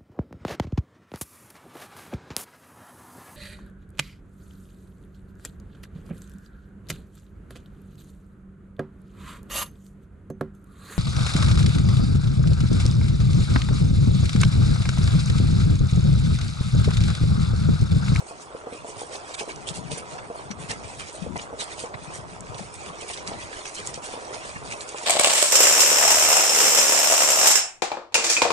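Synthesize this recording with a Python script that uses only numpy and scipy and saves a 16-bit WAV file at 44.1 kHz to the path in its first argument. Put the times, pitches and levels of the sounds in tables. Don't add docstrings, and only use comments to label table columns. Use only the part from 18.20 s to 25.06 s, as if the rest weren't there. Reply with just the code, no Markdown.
import sys
import numpy as np
from scipy import signal
from scipy.fft import rfft, irfft, next_fast_len
from scipy.io import wavfile
from scipy.ndimage import uniform_filter1d, map_coordinates

SR = 44100
rng = np.random.default_rng(int(sys.argv[2]) if len(sys.argv) > 2 else 0)


def digitize_waveform(pressure):
    field = np.atleast_2d(pressure).T
    bounded = np.clip(field, -1, 1)
    quanta = np.round(bounded * 32767).astype(np.int16)
    wavfile.write(sys.argv[1], SR, quanta)


N = 302506
T = np.arange(N) / SR

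# start_s, rustle_db, rolling_db
TRAIL = [(0.0, -51, -42), (0.5, -48, -42), (1.1, -46, -42), (1.8, -46.5, -41.5), (2.74, -48.5, -42),
         (3.43, -46, -41), (3.77, -47.5, -40.5), (4.6, -43.5, -42), (5.14, -43, -39.5),
         (5.49, -42.5, -42.5), (5.83, -44, -39), (6.17, -45, -40), (6.86, -42, -40)]
# pitch_hz, level_db, time_to_fall_60_db_s
DECK_MODES = [(299, -1, 0.06), (369, -1.5, 0.044), (470, 5.5, 0.1), (560, 4, 0.06), (687.4, 1, 0.24),
              (830, 12, 0.02), (1047.5, -1.5, 0.42), (1440, -19, 0.047)]
# pitch_hz, level_db_per_hz
ROAD_COLOUR = [(150, -56), (300, -3), (600, 1), (1000, 0.5), (1300, -3.5), (1550, -8.5), (2400, -20.5),
               (3500, -19.5), (6000, -102)]
# middle_s, level_db, length_s, brightness_db_per_octave,
# common_leaf_pitch_hz, common_leaf_lift_db
LEAF_PATCHES = [(0.091, -42.5, 0.035, 3, 8140, 6.0), (0.221, -43, 0.021, 4, 6900, 4.0),
                (0.69, -40.5, 0.036, 4.5, 1930, 1), (0.81, -41.0, 0.046, 3.5, 1900, 2),
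                (0.946, -35.5, 0.034, 2.5, 4300, 1.5), (1.146, -32.0, 0.009, -0.5, 8100, 10),
                (1.2, -29, 0.022, 3.5, 2720, 9.5), (1.305, -36.0, 0.027, -0.5, 2430, 3.0),
                (1.488, -27.5, 0.021, 6, 3330, 18), (1.561, -34, 0.028, 5, 2200, 3.5),
                (1.725, -31.5, 0.021, 2, 3420, 6), (1.782, -36.5, 0.014, 2, 9000, 5),
                (1.988, -38, 0.0098, -6.0, 2000, 1), (2.316, -35, 0.011, -4.5, 5600, 12),
                (2.419, -40, 0.037, -2.5, 8950, 6), (2.509, -28, 0.023, -0.5, 9100, 0.5),
                (2.649, -42, 0.022, -0.5, 7400, 0.5), (2.808, -33.5, 0.025, -2.5, 9000, 3),
                (2.894, -40.5, 0.035, 1, 5360, 5.0), (2.96, -42, 0.046, 6.5, 3550, 5),
                (3.166, -34, 0.011, -9.5, 9000, 17), (3.197, -34.5, 0.014, -5.5, 3200, 8),
                (3.225, -39.5, 0.029, 1, 4570, -3), (3.412, -27, 0.025, 2, 3650, 7.5),
                (3.527, -37, 0.032, 1.5, 4000, 6.5), (3.607, -34, 0.039, 3, 3600, 3.5),
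                (3.746, -34, 0.008, -12, 4200, 13), (3.844, -45, 0.016, 12, 1920, 7.5),
                (3.959, -38.5, 0.03, 5, 1870, 12), (4.349, -37.0, 0.0062, -1.5, 4030, 2),
                (4.392, -37, 0.018, 3, 2900, 5), (4.555, -42.5, 0.011, 5.5, 1910, 6),
                (4.681, -44, 0.021, 1, 3100, 7), (4.818, -35.5, 0.013, 4.5, 3140, 12),
                (4.892, -30, 0.0063, 5, 2500, 5), (4.91, -30, 0.012, 3, 2190, 10.5),
                (4.939, -31.5, 0.015, 2.5, 3070, 10), (4.983, -36, 0.03, -2, 5700, 7.0),
                (5.083, -34.5, 0.021, 3, 4500, 3), (5.14, -39.5, 0.029, -9.0, 4700, 9),
                (5.331, -35.5, 0.009, -4.5, 4500, 2), (5.458, -33, 0.005, -2.5, 9000, 3.5),
                (5.477, -37, 0.035, 1, 6500, 1), (5.554, -37.0, 0.017, 6, 6350, 5),
                (5.589, -34.5, 0.034, 0, 3570, 5), (5.676, -35.5, 0.032, 6.5, 1900, 0),
                (5.753, -35, 0.022, 1.5, 6200, 1), (5.853, -34.0, 0.032, 2.5, 4000, 2),
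                (5.935, -38, 0.044, 0.5, 6940, -5), (6.148, -36.0, 0.022, -1, 5300, 5),
                (6.266, -40, 0.072, 2.0, 1860, 0), (6.364, -35, 0.013, -21, 2820, 0),
                (6.477, -41, 0.042, 2.5, 4500, 0), (6.524, -32.5, 0.023, 2.5, 2200, 10.5),
                (6.619, -36, 0.021, 3, 4470, -8), (6.693, -38, 0.02, 5, 2600, 6),
                (6.785, -34, 0.032, -1, 7800, 4), (6.837, -35.5, 0.025, 5.0, 1900, 9)]
# pitch_hz, level_db_per_hz
LEAF_COLOUR = [(700, -0.5), (1500, 2), (2400, 3.5), (3000, -2.5), (3600, -3), (5200, -3), (6500, -3.5),
               (9700, -2.5), (9800, -10)]
# start_s, strength_db, left_minus_right_db
WIND = [(0.0, -55, 7), (0.4, -57.5, 0), (0.7, -50.5, -5), (1.15, -57.5, 7), (1.65, -41.5, 3),
        (2.15, -53.5, 5), (2.35, -44.5, 10), (2.8, -47, -1), (2.93, -55, -1), (3.08, -40.5, 11),
        (3.3, -51.5, 3), (3.65, -52, -2), (3.8, -46.5, 1), (4.1, -45.5, 5.5), (4.7, -49.5, -2),
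        (4.88, -55, 10), (5.12, -43.5, 7), (5.48, -64, -11), (5.72, -45, 9), (6.0, -58.5, -2),
        (6.42, -44, 4), (6.86, -67, 6)]
# pitch_hz, level_db_per_hz
GUST_COLOUR = [(15, -21), (35, -14), (65, 2.5), (95, 3), (140, 4), (210, 1), (290, -1.5), (380, -7.5),
               (600, -89)]
# pitch_hz, level_db_per_hz
DRAUGHT_COLOUR = [(15, -9), (32, -3.5), (50, 17), (95, 11.5), (130, 5.5), (250, -11), (500, -63)]
# start_s, level_db, pitch_hz
KNOCKS = [(0.11, -26.5, 650), (0.341, -34, 300), (0.3488, -23.5, 370), (0.47, -22.5, 490),
          (0.515, -35, 400), (0.525, -25, 320), (0.55, -30, 330), (0.646, -23.5, 600), (0.6873, -26.5, 590),
          (0.8161, -22, 634), (0.833, -28, 565), (0.931, -31, 500), (0.951, -25, 790), (1.2083, -23.5, 650),
          (1.213, -23, 500), (1.232, -24, 644), (1.277, -27, 480), (1.292, -25.5, 790),
          (1.7024, -30.5, 714), (1.716, -22.5, 484), (1.7742, -26.5, 526), (2.1016, -20.5, 517),
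          (2.192, -29.5, 770), (2.419, -31, 640), (2.5094, -26.5, 730), (2.5304, -26, 630),
          (2.6426, -31, 620), (2.7, -28.5, 830), (2.891, -34, 560), (3.064, -22.5, 500), (3.1581, -19, 850),
          (3.3285, -22, 540), (3.339, -27, 380), (3.421, -24.5, 790), (3.6382, -21, 463), (3.739, -36, 420),
          (4.348, -29.5, 650), (4.394, -25, 700), (4.425, -32, 730), (4.823, -27.5, 580), (4.9, -26, 950),
          (5.1164, -25, 640), (5.725, -31.5, 730), (5.7758, -26.5, 610), (5.888, -29.5, 600),
          (5.938, -24.5, 620), (5.9533, -28.5, 1010), (5.975, -28, 500), (6.077, -30, 800),
          (6.144, -25.5, 740), (6.1594, -29, 620), (6.251, -27.5, 700), (6.29, -32, 620),
          (6.418, -30.5, 630), (6.4512, -30, 724), (6.539, -27, 900), (6.7451, -22.5, 850),
          (6.835, -26, 550)]
# start_s, body_level_db, pitch_hz, left_minus_right_db
PUFFS = [(0.335, -46.5, 258, 4), (0.76, -40, 127, -20), (1.354, -38, 149, -21), (1.503, -29, 163, 17),
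         (1.577, -32.5, 175, 13), (1.646, -30, 154, 18), (1.701, -34, 159, 24), (1.721, -30.5, 150, 23),
         (1.762, -42, 165, 14), (1.923, -39, 151, 16), (2.009, -41, 122, 13), (2.247, -37, 143, 12),
         (2.299, -28, 210, 18), (2.321, -40, 166, -15), (2.396, -38, 133, -13), (2.432, -36, 157, 16),
         (2.492, -34.5, 118, 21), (2.556, -39.5, 191, -23), (2.644, -34, 98, 17), (2.768, -40, 130, 12),
         (3.015, -24.5, 187, 27), (3.061, -34, 215, 14), (3.095, -31.5, 230, 13), (3.146, -33, 190, 24),
         (3.74, -31, 128, -23), (3.813, -41, 170, 16), (3.871, -35, 151, 22), (3.983, -35, 138, 12),
         (4.118, -39, 187, 16), (4.292, -31.5, 115, 16), (4.342, -36, 135, -14), (4.402, -31, 193, 23),
         (4.447, -42, 126, -3), (4.56, -44, 104, 21), (4.662, -41, 202, 12), (4.692, -40, 168, 13),
         (5.075, -35, 210, 19), (5.132, -43, 107, -19), (5.164, -40, 98, 9), (5.231, -38, 91.5, 16),
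         (5.682, -37.5, 140, 11), (5.766, -41, 156, 11), (6.353, -36.5, 140, -18), (6.419, -43, 112, 13)]
# start_s, level_db (before a shared boost), pitch_hz
TWIGS = [(0.368, -34, 2300), (0.533, -31, 2550), (0.7942, -28, 4700), (0.9543, -26, 4700),
         (0.9586, -26, 3700), (1.1443, -23, 4500), (1.19, -25, 3400), (1.2, -19, 3400), (1.2948, -25, 2300),
         (1.302, -28, 2500), (1.3196, -29, 4500), (1.3608, -29, 6000), (1.4894, -15, 3600),
         (1.7173, -21, 3700), (1.988, -31, 2200), (2.3134, -25, 4300), (2.427, -30, 2600),
         (2.437, -31, 2500), (2.5097, -16, 3500), (2.5148, -20, 5200), (2.7979, -21, 2200),
         (2.8067, -25, 2500), (2.887, -30, 5000), (3.1688, -27, 4600), (3.1783, -27, 6400),
         (3.1973, -21, 2550), (3.2174, -28, 4600), (3.411, -21, 3400), (3.4162, -20, 3600),
         (3.527, -28, 3600), (3.5933, -27, 4500), (4.2075, -27, 7900), (4.27, -30, 2100),
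         (4.3459, -29, 4200), (4.3843, -29, 3500), (4.542, -27, 8500), (4.6904, -30, 3050),
         (4.8826, -23, 8300), (4.9002, -23, 2800), (4.9402, -24, 3500), (4.9757, -24, 3900),
         (5.0765, -17, 5000), (5.1358, -29, 3500), (5.4549, -27, 2400), (5.4669, -27, 5500),
         (5.5547, -25, 5500), (5.6661, -25, 6700), (5.6734, -15, 7200), (5.7435, -20, 5800),
         (6.1437, -26, 3100), (6.2927, -29, 4700), (6.476, -30, 4500), (6.5234, -21, 2600),
         (6.536, -24, 3200), (6.6085, -21, 4200), (6.6149, -24, 7800), (6.6915, -21, 6800),
         (6.7621, -25, 2700), (6.7844, -25, 5800)]
# pitch_hz, likeness_0_to_1
PORT_LIKENESS = [(250, .6), (650, .68), (1100, .3), (1700, .62), (3500, .42), (4900, .05), (6300, .55),
                 (8000, .32), (9500, .33)]
# pitch_hz, left_minus_right_db
PORT_BALANCE = [(300, -1.5), (1500, -1.5), (3000, -2.5), (4500, -4), (9500, -4)]
LEAF_SIZES_HZ = np.geomspace(1650, 9000, num=9)

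RUTS_DB = 1
RISE_SHARE = 0.52
FOCUS_DB = 1
COMMON_OCTAVES = 0.14
EDDY_DB, EDDIES_PER_S = 0.5, 7
PUFF_RISE_S, PUFF_PUNCH_DB = 0.011, 4
TWIG_BOOST_DB = 5
BASE_LAG_MS = 0.31
SHADOW_HZ = 5335
TOP_HZ = 11117


def amp(db):
    return 10 ** (np.asarray(db) / 20)


def unit(x):
    return x / np.sqrt(np.mean(x ** 2) + 1e-20)


def along(points, hz):
    f, v = np.transpose(points)
    return np.interp(np.log(hz + 1), np.log(f + 1), v)


def curves(rows):
    s, *columns = np.transpose(rows)
    return [np.interp(T, s, column) for column in columns]


def wobble(rate):
    knots = rng.standard_normal(int(N * rate / SR) + 4)
    return map_coordinates(knots, [T * rate])


def filtered(x, response):
    size = next_fast_len(N + 8192)
    hz = np.fft.rfftfreq(size, 1 / SR)
    return irfft(rfft(x, size) * response(hz), size)[..., :N]


def coloured(x, spectrum):
    return unit(filtered(x, lambda hz: amp(along(spectrum, hz))))


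def add_at(out, start_s, sound):
    out[:, round(start_s * SR):][:, :sound.shape[-1]] += sound


def crackle(pitches_hz, per_s, cycles, spread_db, smooth, patchy_db):
    mix = smooth * np.sqrt(len(pitches_hz)) * rng.standard_normal((2, N))
    for hz in pitches_hz:
        when, size = rng.random((2, N))
        strength = amp(spread_db * np.minimum(-np.log(size + 1e-9), 3.5))
        breaks = (when < per_s / SR) * strength * rng.standard_normal((2, N))
        b, a = signal.iirpeak(hz, cycles, SR)
        ringing = unit(signal.lfilter(b, a, breaks))
        mix += ringing * np.sqrt(hz / np.mean(pitches_hz))
    pieces = signal.stft(mix, nperseg=512)[2]
    patches = uniform_filter1d(rng.standard_normal(pieces.shape[1:]), size=2, axis=0)
    patches = uniform_filter1d(patches, size=5, axis=1)
    return signal.istft(pieces * amp(patchy_db * unit(patches)), nperseg=512)[1][:, :N]


def deck_ringing(t, bend):
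    hz, level_db, t60 = (column[:, None] for column in np.transpose(DECK_MODES))
    return amp(level_db - 60 * t / t60) * np.sin(2 * np.pi * hz * bend * t)


def rolling():
    t = np.arange(SR // 8) / SR
    grit = crackle([500, 1100, 2200], per_s=400, cycles=0.72, spread_db=-0.5, smooth=1.75, patchy_db=2.5)
    ringing = deck_ringing(t, 0.93).sum(0)[None]
    shaken = unit(signal.fftconvolve(grit, ringing, axes=1)[:, :N])
    mix = 0.38 * shaken + 1.22 * coloured(grit, ROAD_COLOUR)
    level_db = curves(TRAIL)[1] + RUTS_DB * wobble(10)
    return amp(level_db) * unit(mix)


def leaves():
    octaves = np.log2(LEAF_SIZES_HZ)[:, None]
    above = octaves - octaves.mean()
    shared = wobble(18)
    stir_db = 2.94 * shared + 0.99 * np.array([wobble(12) for _ in LEAF_SIZES_HZ])
    power = amp(curves(TRAIL)[0] + stir_db) ** 2
    for s, db, length, bright_db, common_hz, lift_db in LEAF_PATCHES:
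        near = slice(max(round((s - 0.12) * SR), 0), round((s + 0.13) * SR))
        from_middle = T[near] - s
        side_share = np.where(from_middle < 0, RISE_SHARE, 1 - RISE_SHARE)
        u = from_middle / side_share / length
        swell = 0.5 ** (np.abs(u) ** np.where(u < 0, 2.4, 1.4))
        off_common = (octaves - np.log2(common_hz)) / COMMON_OCTAVES
        common_db = lift_db * np.exp(-0.5 * off_common ** 2)
        colour = amp(bright_db * above - FOCUS_DB * above ** 2 + common_db) ** 2
        power[:, near] += amp(db) ** 2 * colour / colour.mean() * swell
    flakes = crackle(np.geomspace(1600, 9300, num=8), per_s=350, cycles=1.97,
                     spread_db=3, smooth=1.86, patchy_db=4.0)
    grains = coloured(flakes, LEAF_COLOUR)

    def band(k):
        chosen = np.arange(len(octaves)) == k
        return lambda hz: np.interp(np.log2(hz + 1), octaves[:, 0], chosen)

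    rustle = sum(np.sqrt(p) * filtered(grains, band(k)) for k, p in enumerate(power))
    return filtered(rustle, lambda hz: hz < 9780)


def gusts():
    strength_db, lean_db = curves(WIND)
    eddies_db = [EDDY_DB * wobble(EDDIES_PER_S) for _ in range(2)]
    ports_db = strength_db + np.array([lean_db / 2 + eddies_db[0], -lean_db / 2 + eddies_db[1]])
    colours = [GUST_COLOUR, [(0.72 * hz, db) for hz, db in GUST_COLOUR]]
    flutter = []
    for colour in colours:
        lumps = amp(2.6 * wobble(22))
        flutter.append(unit(lumps * coloured(rng.standard_normal(N), colour)))
    draught = coloured(rng.standard_normal((2, N)), DRAUGHT_COLOUR)
    draught_db = -56.0 + 0.39 * (ports_db + 42.0)
    return amp(ports_db) * np.array(flutter) + amp(draught_db) * draught


def knocks():
    out, t = np.zeros((2, N + SR)), np.arange(SR // 8) / SR
    mode_hz = np.transpose(DECK_MODES)[0][:, None]
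    for s, db, pitch in KNOCKS:
        chance = rng.standard_normal((2, len(DECK_MODES), 1))
        lean = amp(-11.5 * np.log2(mode_hz / pitch) ** 2 + 2.1 * chance[0])
        ring = (lean * deck_ringing(t, 1 + 0.04 * chance[1])).sum(0)
        ring *= 1 - np.exp(-t / 0.0011)
        ring *= amp(-60 * t / 0.1)
        add_at(out, s, amp(db) * ring / np.abs(ring).max() * [[1], [0]])
    return out[:, :N]


def puffs():
    out, t = np.zeros((2, N + SR)), np.arange(SR // 5) / SR
    body = (t / PUFF_RISE_S * np.exp(1 - t / PUFF_RISE_S)) ** 3
    for s, db, hz, pan_db in PUFFS:
        thud = np.sin(2 * np.pi * hz * t * (1.1 - 4 * t)) * body
        quieter_db = np.minimum([[pan_db], [-pan_db]], 0)
        add_at(out, s, amp(db + PUFF_PUNCH_DB + quieter_db) * thud)
    return out[:, :N]


def twigs():
    out, t = np.zeros((2, N + SR)), np.arange(SR // 40) / SR
    for s, db, hz in TWIGS:
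        click = np.sin(2 * np.pi * hz * t) * amp(-60 * t / 0.003)
        splinters = 0.25 * rng.standard_normal((2, len(t))) * amp(-60 * t / 0.016)
        splinters = 1.8 * signal.lfilter(*signal.iirpeak(hz, 2.5, SR), splinters)
        add_at(out, s - 0.0002, amp(db + TWIG_BOOST_DB) * (click * [[1], [0]] + splinters))

    def thin(hz):
        low = (hz / 1200) ** 2
        return low / (1 + low) / (1 + (hz / 10200) ** 30)

    return filtered(out[:, :N], thin)


def ports(pair):
    def heard(side):
        def response(hz):
            turn = np.arccos(np.clip(along(PORT_LIKENESS, hz), 0, 1)) / 2
            lag_s = side * BASE_LAG_MS / 1000 / 2 * (hz < SHADOW_HZ)
            late = np.exp(-2j * np.pi * hz * lag_s)
            gain = amp(side * along(PORT_BALANCE, hz) / 2)
            return gain * late * [np.cos(turn), side * np.sin(turn)]
        return filtered(pair, response).sum(0)
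    return np.array([heard(0.98), heard(-0.86)])


def scene():
    wheel = rolling() + leaves() + knocks() + twigs()
    wind = gusts() + puffs()
    return ports(wheel) + wind


def record(dry):
    return filtered(dry, lambda hz: hz < TOP_HZ)


dry = scene()
out = record(dry)
digitize_waveform(out)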